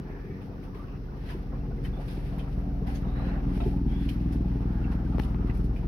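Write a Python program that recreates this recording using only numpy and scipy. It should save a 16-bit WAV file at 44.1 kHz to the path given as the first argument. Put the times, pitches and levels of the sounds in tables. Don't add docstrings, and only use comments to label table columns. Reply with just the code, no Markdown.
import sys
import numpy as np
from scipy import signal
from scipy.fft import rfft, irfft, next_fast_len
from scipy.io import wavfile

SR = 44100
rng = np.random.default_rng(int(sys.argv[2]) if len(sys.argv) > 2 else 0)


def attenuation_scalar(level_db):
    decades = np.asarray(level_db, float) / 20
    return 10 ** decades


def dump_mix(stems):
    frames = np.atleast_2d(stems).T
    limited = np.clip(frames, -1, 1)
    pcm = np.round(limited * 32767).astype(np.int16)
    wavfile.write(sys.argv[1], SR, pcm)


N = 259131

BLADE_HZ = 20.22


def rms_one(x):
    return x / np.sqrt(np.mean(x ** 2) + 1e-20)


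def in_time(rows):
    s, *columns = np.transpose(rows)
    return [np.interp(np.arange(N) / SR, s, c) for c in columns]


def at_hz(points, hz):
    point_hz, value = np.array(points).T
    return np.interp(np.log(hz), np.log(point_hz), value)


def drift(rate_hz):
    r = np.exp(-80 * np.pi * rate_hz / SR)
    slow = signal.lfilter([1], [1, -2 * r, r * r], rng.standard_normal(N // 40 + 2002))
    slow = slow[2000:]
    return np.interp(np.arange(N) / 40, np.arange(len(slow)), rms_one(slow))


def ring(clicks, hz, t60):
    r, w = np.exp(-np.log(1000) / (t60 * SR)), 2 * np.pi * hz / SR
    return signal.lfilter([0, np.sin(w)], [1, -2 * r * np.cos(w), r * r], clicks + 1e-18)


def coloured(pair, spectrum):
    # frequency in Hz, correlation from -1 to 1.
    likeness = [(60, 0.94), (180, 0.94), (550, 0.72), (1650, -0.21), (4970, 0.16), (15000, -0.12)]
    # frequency in Hz, left over right in dB.
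    balance = [(60, -2.5), (99, 6.5), (160, -1), (270, 3), (450, -2), (740, 1.5), (1220, -1), (2010, -1),
               (3330, 1), (5500, 9), (9080, -10.5), (15000, 3)]
    size = next_fast_len(N)
    hz = np.maximum(np.fft.rfftfreq(size, 1 / SR), 1)
    alike = np.clip(at_hz(likeness, hz), -1, 1)
    mid, side = rfft(pair, size) * attenuation_scalar(at_hz(spectrum, hz))
    both = np.sqrt(1 + alike) * mid + np.sqrt(1 - alike) * side * [[1], [-1]]
    both = both * attenuation_scalar(at_hz(balance, hz) * [[.5], [-.5]])
    return rms_one(irfft(both, size)[:, :N])


def reflected(hz, share, lag_ms):
    return abs(1 + np.clip(share, 0, 1) * np.exp(-2j * np.pi * hz * lag_ms / 1000))


def blade_passes():
    # time in seconds, delay in ms.
    lateness = [(0, 2.0), (1, 2.3), (2, 3.9), (3, 5.5), (3.5, 6.5), (4.25, 7.5), (4.75, 7.5), (5.4, 6.8),
                (5.88, 7.1)]
    return BLADE_HZ * (np.arange(N) / SR - in_time(lateness)[0] / 1000)


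def shelter_air(k):
    hz = k * BLADE_HZ
    echo_ms = np.array([[12.5], [13.0]])
    echo_share = min(.045 * k, .85)
    gain = 1 + echo_share * np.exp(-2j * np.pi * hz * echo_ms / 1000)
    dip_hz, boom_hz, width_hz = 97, 105, 2.5
    gain = gain * (dip_hz ** 2 - hz ** 2 + 1j * hz * width_hz)
    return gain / (boom_hz ** 2 - hz ** 2 + 1j * hz * width_hz)


def main_rotor(passes, near_db, sharp_db, reflection_ms, waver):
    # multiple of the blade rate, relative level in dB when near,
    # share of the slap's sharpness that it follows.
    orders = [(2, -27.5, 0.34), (3, -28, 0.77), (4, -43.5, 1.35), (5, -42.5, 2.05), (6, -37.5, 0.92),
              (7, -40, 0.25), (8, -44.5, 2.35), (9, -40.5, 0.7), (10, -41.5, 1.24), (11, -41.5, 0.9),
              (12, -44.5, 2.2), (13, -41, 1), (14, -39, 1.37), (15, -47, 2.24), (16, -49.5, 2.5),
              (17, -46.5, 1.1), (18, -44, 1.24), (19, -58, 1.7), (20, -54, 0.5), (21, -46, 1.2),
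              (22, -63.5, 0), (23, -62, 1), (24, -68.5, -0.6), (25, -59, 0), (26, -73, 1.9)]
    # time in seconds, gain in dB.
    tip_crack = [(0, 1.5), (.45, 11), (.85, 3), (1.1, 3), (1.6, 0), (2.2, 4), (2.7, -1), (3.1, -0.5),
                 (3.5, -1), (4.1, -2.5), (4.5, 0.5), (5, -4.5), (5.4, 0.5), (5.88, -7)]
    crack_from = 17
    water_share, pulse_twist_rad = 0.45, 1.75
    round_rad = np.pi * (passes - 1.95) / 2
    blade_db = 1.2 * np.cos(round_rad) + .8 * np.cos(2 * round_rad)
    uneven_ms = 0.18 * np.cos(np.pi * passes / 2 + 1.5) + .08 * np.cos(np.pi * passes + 1.5)
    passes = passes + BLADE_HZ / 1000 * uneven_ms
    gust = 0.06 * drift(12)
    scatter_db = 1.3 * drift(9)
    crack_db, = in_time(tip_crack)
    out = 0
    for k, level_db, follows in orders:
        shake = gust + waver * np.sqrt(k) * (drift(5.0) + 1j * drift(0.86))
        order_db = level_db + near_db + follows * sharp_db
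        order_db = order_db + (blade_db + scatter_db) * min(k / 10, 1) + crack_db * (k >= crack_from)
        size = attenuation_scalar(order_db) * reflected(k * BLADE_HZ, water_share, reflection_ms) / (1 + water_share)
        tone = np.exp(1j * (2 * np.pi * k * passes + pulse_twist_rad) + shake)
        out = out + size * np.real(shelter_air(k) * tone)
    return np.sqrt(2) * out


def tail_rotor(passes, facing_db, sharp_db, reflection_ms, waver_rad, aside_rad):
    # multiple of its blade rate, relative level in dB,
    # share of the slap's sharpness that it follows.
    orders = [(1, -64.5, -0.86), (2, -45.5, 0.37), (3, -44.5, 0.34), (4, -58, -0.24), (5, -64, -0.58)]
    gear, water_share = 4.607, 0.66
    phase = 2 * np.pi * gear * passes + aside_rad * np.array([[1], [-1]])
    out = 0
    for k, level_db, follows in orders:
        size = attenuation_scalar(level_db + facing_db + follows * sharp_db)
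        size = size * reflected(k * gear * BLADE_HZ, water_share, reflection_ms)
        out = out + size * np.cos(k * phase + waver_rad * drift(3.06))
    return np.sqrt(2) * out


def rumble(passes, near_db):
    # frequency in Hz, relative level in dB per Hz.
    spectrum = [(28, 3), (42, 1), (55, 4.5), (80, -1), (110, 2.5), (160, -1.5), (230, -5), (330, -16),
                (500, -72)]
    level_db = -36.3 + 0.49 * near_db + 1.5 * np.cos(2 * np.pi * passes - 0.6)
    return attenuation_scalar(level_db + .8 * drift(8)) * coloured(rng.standard_normal((2, N)), spectrum)


def hull_drone(near_db, wash_db):
    # frequency in Hz, relative level in dB per Hz.
    spectrum = [(150, -20), (250, 5), (350, 10), (430, 10), (520, -11.5), (700, -14.5), (1000, -59.5)]
    level_db = -51.5 + 0.069 * near_db + 0.094 * wash_db
    return attenuation_scalar(level_db + 1.5 * drift(12)) * coloured(rng.standard_normal((2, N)), spectrum)


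def hiss():
    # frequency in Hz, relative level in dB per Hz.
    spectrum = [(1180, 5), (2000, 4.5), (2480, -21), (3160, -7.5), (5530, -5), (5880, -5.5), (7420, -44.5),
                (9360, -30.5), (12500, -11.5), (15200, -15), (15700, -13)]
    return attenuation_scalar(-62.5) * coloured(rng.standard_normal((2, N)), spectrum)


def grains(per_s, low_hz, high_hz, cycles, uneven_db):
    sizes = attenuation_scalar(uneven_db * np.minimum(rng.exponential(1, (2, N)), 5))
    sizes = sizes * (rng.random((2, N)) < per_s / SR)
    dealt = rng.integers(0, 20, (2, N))
    out = 0
    for k, hz in enumerate(np.geomspace(low_hz, high_hz, num=20)):
        out = out + rms_one(ring(sizes * (dealt == k), hz, cycles / hz)) * np.sqrt(hz)
    return rms_one(out)


def patchy(pair, depth_db):
    low = signal.sosfilt(signal.butter(2, 700, fs=SR, output="sos"), pair)
    below = signal.sosfilt(signal.butter(2, 1300, fs=SR, output="sos"), pair)
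    bands = low, below - low, pair - below
    return rms_one(sum(band * attenuation_scalar(depth_db * drift(9.2)) for band in bands))


def spray_sheets():
    # peak time in seconds, peak level in dB, sizzle over body in dB,
    # rise in seconds, fall in seconds.
    sheets = [(0.276, -74, -5, .12, 0.17), (0.42, -61.5, -8, .006, 0.058), (.635, -59, -8, 0.0091, 0.04),
              (.748, -61, -7.5, .006, 0.078), (0.928, -71.5, -32, .1, 0.13),
              (1.308, -51, -11, 0.055, 0.057), (1.852, -55, -5, 0.018, 0.045),
              (2.02, -58, -7, 0.033, 0.043), (2.083, -54.5, -5.5, 0.017, 0.13), (2.268, -58, -9, 0.2, 0.17),
              (2.39, -57, -8.5, .005, 0.063), (2.518, -70.5, -2.5, .05, 0.24),
              (2.874, -51.5, -8.5, 0.0068, 0.088), (2.955, -59.5, 0, 0.011, 0.028),
              (3.264, -55.5, -18.5, 0.1, 0.16), (3.568, -54, -7.5, 0.044, 0.098),
              (3.68, -56, -6.5, 0.069, 0.08), (3.9, -56, -12.5, 0.032, 0.63),
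              (4.05, -53.5, -9.5, 0.038, 0.045), (4.089, -53.5, 0.5, 0.0021, 0.039),
              (4.326, -59.5, 3, 0.0036, 0.028), (4.422, -65.5, -11, 0.034, 1),
              (4.92, -62, -5.5, 0.022, 0.039), (5.08, -65.5, -6.5, 0.018, 0.21),
              (5.216, -61, 2, 0.017, 0.055), (5.288, -70, -6.5, 0.037, 0.054),
              (5.483, -56.5, -13.5, 0.023, 0.031), (5.543, -70.5, 7, 0.0048, 0.075),
              (5.645, -74, 11.5, 0.009, 0.022), (5.77, -64, -2.5, 0.011, 0.022)]
    edge_db = 9.0
    t, power = np.arange(N) / SR, np.zeros((2, N))
    for s, peak_db, sizzle_db, rise, fall in sheets:
        away = np.where(t < s, (s - t) / max(rise, .001), (t - s) / max(fall, .01))
        power += attenuation_scalar(peak_db + np.array([[0], [sizzle_db]]) - edge_db * away) ** 2
    return power


def water(wash_db):
    # frequency in Hz, relative level in dB per Hz.
    lapping_spectrum = [(290, -68), (500, 8), (560, -1.5), (750, 1.5), (808, 0.5), (1050, -5.5), (1190, -5),
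                        (3000, -26.5), (3900, -78.5), (6600, -120)]
    # frequency in Hz, relative level in dB per Hz.
    spray_spectrum = [(880, -15), (1500, 5.5), (2290, 1), (2680, 0.5), (4250, -11.5), (5380, -19.5),
                      (7590, -45), (9510, -34.5), (12500, -34.5), (15700, -45)]
    floor = attenuation_scalar(np.array([[-64], [-78]]) + 0.88 * wash_db)
    body_gain, sizzle_gain = np.sqrt(floor ** 2 + spray_sheets())
    gurgle = grains(900, 550, 4500, 60.0, uneven_db=2.2)
    lapping = coloured(gurgle + 1.5 * rng.standard_normal((2, N)), lapping_spectrum)
    lapping = attenuation_scalar(-50.5 + wash_db) * patchy(lapping, depth_db=2.5)
    fizz = rng.standard_normal((2, N)) * attenuation_scalar(1.3 * drift(28) + 1.76 * rng.exponential(1, N))
    spray = coloured(0.15 * gurgle[::-1, ::-1] + fizz, spray_spectrum)
    body = signal.sosfilt(signal.butter(4, 7400, fs=SR, output="sos"), spray)
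    sizzle = signal.sosfilt(signal.butter(4, 7400, "high", fs=SR, output="sos"), spray)
    return lapping + body_gain * rms_one(body) + sizzle_gain * rms_one(sizzle)


def rigging():
    # start in seconds, end in seconds, middle pitch in Hz, width in Hz,
    # level in dB before the fades.
    whistles = [(0, 0.456, 1720, 172, -60), (0, 0.456, 2260, 500, -65.5), (0.663, 1.02, 1183, 257, -59),
                (0.852, 1.0, 2636, 317, -65.5), (1.922, 2.003, 3550, 100, -64),
                (3.004, 3.373, 3860, 260, -64.5), (3.113, 3.447, 1615, 696, -53),
                (3.144, 3.45, 2560, 298, -63), (2.467, 3.053, 667, 149.5, -53.5),
                (3.411, 4.093, 824, 138, -57), (5.501, 5.88, 622, 153, -58), (3.861, 4.085, 3340, 200, -61),
                (4.375, 5.095, 855, 100, -55.5), (4.57, 5.102, 1474, 452, -56),
                (4.985, 5.8, 1259, 298, -56.5)]
    out, t = np.zeros((2, N)), np.arange(N) / SR
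    for start, end, hz, width_hz, level_db in whistles:
        on = (t > start) & (t < end)
        noise = rng.standard_normal((2, 2, N))[..., on]
        real, imag = signal.sosfilt(signal.butter(2, width_hz / 2, fs=SR, output="sos"), noise)
        climb = .06 * np.linspace(-.5, .5, on.sum())
        cycles = np.cumsum(hz * (1 + .015 * drift(4.1)[on] + climb)) / SR
        tone = np.real((real + 1j * imag) * np.exp(2j * np.pi * cycles))
        tone = tone * attenuation_scalar(1.6 * drift(17.0)[on])
        out[:, on] += attenuation_scalar(level_db) * rms_one(tone) * signal.windows.tukey(on.sum(), .5)
    return out


def knocks():
    # start in seconds, relative level in dB, panel pitch in Hz.
    knock_rows = [(0.299, -32, 373), (0.75, -36.5, 420), (1.344, -27.5, 358), (2.17, -31, 368),
                  (2.814, -29, 420), (3.658, -18.5, 383), (5.84, -30, 316)]
    # multiple of its pitch, relative level in dB, t60 in seconds.
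    panel_modes = [(.92, -1, .07), (1.06, 0, .06), (1.3, -8, .12)]
    out, t = np.zeros(N), np.arange(round(.012 * SR)) / SR
    for s, level_db, hz in knock_rows:
        shudder = np.hanning(len(t)) * np.sin(2 * np.pi * hz * t) * 4 / len(t)
        push, at = np.zeros(N), round(s * SR)
        push[at:at + len(t)] = attenuation_scalar(level_db) * shudder
        for ratio, mode_db, t60 in panel_modes:
            out += attenuation_scalar(mode_db - 2.5) * ring(push, hz * ratio, t60)
    return out


def pops():
    # start in seconds, relative level in dB, starting pitch in Hz, t60 in seconds.
    bubble_rows = [(0.305, -59, 2270, .09), (0.501, -71, 2470, .12), (0.575, -58, 1470, .08),
                   (0.625, -67, 2020, .06), (0.67, -57, 1306, .07), (0.67, -52, 910, .07),
                   (0.725, -60, 1700, .06), (0.79, -50.5, 1170, .12), (0.875, -50, 1097, .06),
                   (1.08, -57.5, 1450, .1), (1.21, -58, 1800, .06), (1.295, -45, 1704, 0.057),
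                   (1.315, -54, 2900, .05), (1.545, -64, 2350, 0.066), (1.6, -65, 2680, 0.087),
                   (1.775, -57, 2050, .06), (1.845, -44, 3040, 0.047), (1.865, -54, 2800, .04),
                   (3.57, -42, 730, 0.048), (3.598, -45, 1310, 0.055), (3.606, -44, 865, 0.05),
                   (3.655, -45, 842, 0.099), (3.73, -43.5, 816, 0.075), (4.33, -50, 740, .05),
                   (4.44, -44.5, 830, .07), (4.775, -46, 816, .05), (4.81, -47, 1410, .06),
                   (4.84, -55, 2240, .05), (4.87, -47, 776, .08), (4.985, -47, 804, .07),
                   (5.059, -48, 1540, .05)]
    swell_s, rise_per_s = .008, 0.36
    out, t = np.zeros(N + SR), np.arange(SR // 5) / SR
    for s, level_db, hz, t60 in bubble_rows:
        shape = np.minimum(t / swell_s, 1) ** 2 * np.exp(-np.log(1000) * t / max(t60, .02))
        sine = np.sin(2 * np.pi * hz * (t + rise_per_s * t * t / 2))
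        out[round(s * SR):][:len(t)] += attenuation_scalar(level_db + 7.5) * shape * sine
    return out[:N]


def splashes():
    # start in seconds, relative level in dB, centre pitch in Hz,
    # relative sizzle in dB, t60 of the crackle in seconds.
    splash_rows = [(0.315, -59, 2450, -29, 0.058), (0.41, -49.5, 2500, -24, 0.091),
                   (0.525, -61, 2550, -26, 0.075), (0.58, -47.5, 1450, -35, .07),
                   (0.6275, -51, 2060, -18, 0.061), (0.7447, -52, 2250, -23, 0.25),
                   (0.748, -41, 1014, -35, 0.056), (1.217, -55.5, 3060, -30, 0.29),
                   (1.2884, -49, 3000, -18, 0.17), (1.298, -40, 974, -31, 0.3),
                   (1.302, -44, 1740, -24, 0.047), (1.847, -37.5, 1920, -38, 0.13),
                   (1.8492, -51, 2890, -17, 0.036), (2.08, -47, 3540, -13, 0.29),
                   (2.3917, -40.5, 3080, -24, 0.16), (2.8703, -47, 2065, -27, 0.15),
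                   (2.876, -36, 795, -30, 0.22), (2.9526, -42, 4550, -17, 0.13),
                   (3.28, -35, 1010, -29, 0.065), (3.545, -50, 3030, -22, .1),
                   (3.575, -57, 2370, -28, 0.15), (3.6034, -36, 2600, -21, 0.09),
                   (3.598, -32.5, 692, -30, 0.36), (3.606, -44, 1320, -34, 0.22),
                   (3.635, -41, 3130, -22, 0.05), (4.0877, -33, 3070, -13, 0.11),
                   (4.3254, -59, 2690, -12, 0.056), (4.84, -40.5, 2640, -24, 0.11),
                   (5.202, -44.5, 2570, -26, 0.15), (5.232, -41.5, 2910, -8.5, 0.1),
                   (5.495, -37.5, 2020, -37, 0.093), (5.5458, -45.5, 2270, -15, 0.088),
                   (5.572, -50.5, 2480, 14.5, 0.041), (5.7608, -43, 2436, -28, 0.16)]
    big_drops_per_s, main_cycles = 500, 40
    out, t = np.zeros((2, N)), np.arange(SR // 4) / SR
    spread = rng.uniform(-0.6, 0.576, (len(splash_rows), 6))
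    top = signal.butter(2, [8500, 14000], "band", fs=SR, output="sos")
    for (s, level_db, hz, sizzle_db, t60), octaves in zip(splash_rows, spread):
        big = rng.random((7, 1, len(t))) < big_drops_per_s / SR
        drops = rng.standard_normal((7, 2, len(t))) * (0.47 + 3.0 * big)
        fade = np.minimum(t / 0.0012, 1) * np.exp(-np.log(1000) * t / max(t60, .02))
        puffs = drops / np.std(drops) * attenuation_scalar(-4.5) * fade
        cluster = sum(ring(puff, hz * 2 ** octave, 0.015) for puff, octave in zip(puffs[1:], octaves))
        bubbles = 0.092 * ring(puffs[0], hz, main_cycles / hz) + 0.038 * cluster
        sizzle = attenuation_scalar(sizzle_db - 11.0) * signal.sosfilt(top, puffs[0])
        at = round(s * SR)
        out[:, at:at + len(t)] += attenuation_scalar(level_db) * (bubbles + sizzle)[:, :N - at]
    return out


def shelter_ticks():
    # start in seconds, relative level in dB, left over right in dB,
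    # brightness in dB per octave about 1 kHz.
    tick_rows = [(1.216, -64, 5.5, 3.5), (1.239, -51, 7, -6.5), (1.541, -68, 10, -8), (2.385, -56, -1, 9),
                 (3.481, -60, 7, -8), (3.576, -44.5, -1, -6), (4.085, -72, 16, 0),
                 (5.1835, -45.5, 17, -11.5), (5.1942, -41.5, 6.5, 1.5), (5.1952, -42, 9.5, 4.5),
                 (5.198, -41, 10.5, 3.5), (5.1987, -33, 14, 1), (5.346, -42.5, 4, -3.5),
                 (5.511, -44.5, -3, -2)]
    # pitch in Hz, relative level in dB, t60 in seconds.
    frame_modes = [(389, 1, 0.02), (458, 4.5, 0.0097), (1230, -6, .006), (836, 3.5, 0.018),
                   (1860, 5, 0.0042), (2800, -10, 0.004), (4000, -21, 0.0027), (5330, -22.5, 0.0045),
                   (10900, -15.5, 0.00068)]
    out = np.zeros((2, N))
    s, level_db, pan_db, bright_db = np.transpose(tick_rows)
    at = np.round(s * SR).astype(int)
    for hz, mode_db, t60 in frame_modes:
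        clicks = np.zeros((2, N))
        strike_db = level_db + mode_db + bright_db * np.log2(hz / 1000)
        clicks[:, at] = attenuation_scalar(strike_db + pan_db * [[.5], [-.5]])
        out += ring(clicks, hz, t60)
    return signal.sosfilt(signal.butter(2, [5800, 9600], "bandstop", fs=SR, output="sos"), out)


def from_the_right(pair, share, lag_s):
    late = np.roll(rms_one(pair[1]) * np.std(pair[0]), round(lag_s * SR))
    return np.array([np.sqrt(1 - share ** 2) * pair[0] + share * late, pair[1]])


def scene():
    # time in seconds, nearness in dB, sharpness of the blade slap in dB,
    # tail rotor turned to the boat in dB, lag of the water reflection in ms.
    approach = [(0, -8, -3, -15.5, 0.13), (.35, -6.5, -18.5, 1, 0.81), (.7, -9, -7.5, -5.5, 0.69),
                (1.05, -8.5, -12, -9.5, 0.33), (1.4, -2, -13.5, 0.5, 1.1), (1.75, 1.5, -16.5, -1, 0.55),
                (2.1, -1, -12.5, 0.5, 1.07), (2.45, -0.5, -7, 4.5, 1.49), (2.8, -1.5, -3.5, 4.5, 1.24),
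                (3.15, 1, -6.5, 1.5, 0.93), (3.6, -0.5, -0.5, 5, 0.93), (3.9, -1, 0, 5.5, 1.09),
                (4.2, -5, 4.5, 2.5, 1.14), (4.55, -2.5, 2, 4.5, 1.41), (4.9, -3.5, 4, 4.5, 1.57),
                (5.3, -1, 0.5, 5, 1.48), (5.6, -1, 1, 6, 1.73), (5.88, 0.5, -5, 4.5, 1.72)]
    # time in seconds, level in dB.
    wash = [(0, -1.5), (.35, -4), (1.06, -4), (1.47, -1.5), (1.69, -3), (2.18, -0.5), (2.75, -1.5),
            (3.19, 3.5), (3.52, 3.5), (3.88, -2.5), (4.24, 0), (4.52, -2), (4.83, 1.5), (5.35, 0.5),
            (5.6, -2), (5.88, 1.5)]
    passes = blade_passes()
    near_db, sharp_db, facing_db, reflection_ms = in_time(approach)
    wash_db, = in_time(wash)
    helicopter = main_rotor(passes, near_db, sharp_db, reflection_ms, waver=0.035)
    helicopter = helicopter + tail_rotor(passes, facing_db, sharp_db, reflection_ms,
                                         waver_rad=0.3, aside_rad=0.045)
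    helicopter = helicopter * attenuation_scalar(np.array([[.45], [-.45]]))
    air = rumble(passes, near_db) + hiss()
    around = from_the_right(water(wash_db) + rigging() + splashes(), share=0.16, lag_s=.0004)
    boat = hull_drone(near_db, wash_db) + knocks() + pops() + shelter_ticks()
    return helicopter + air + around + boat


def roll_off(x):
    return signal.sosfilt(signal.butter(12, 16030, fs=SR, output="sos"), x)


def record(dry):
    bass_cut = signal.butter(8, 37, "high", fs=SR, output="sos")
    mix = signal.sosfilt(bass_cut, dry)
    return roll_off(mix)


dry = scene()
out = record(dry)
dump_mix(out)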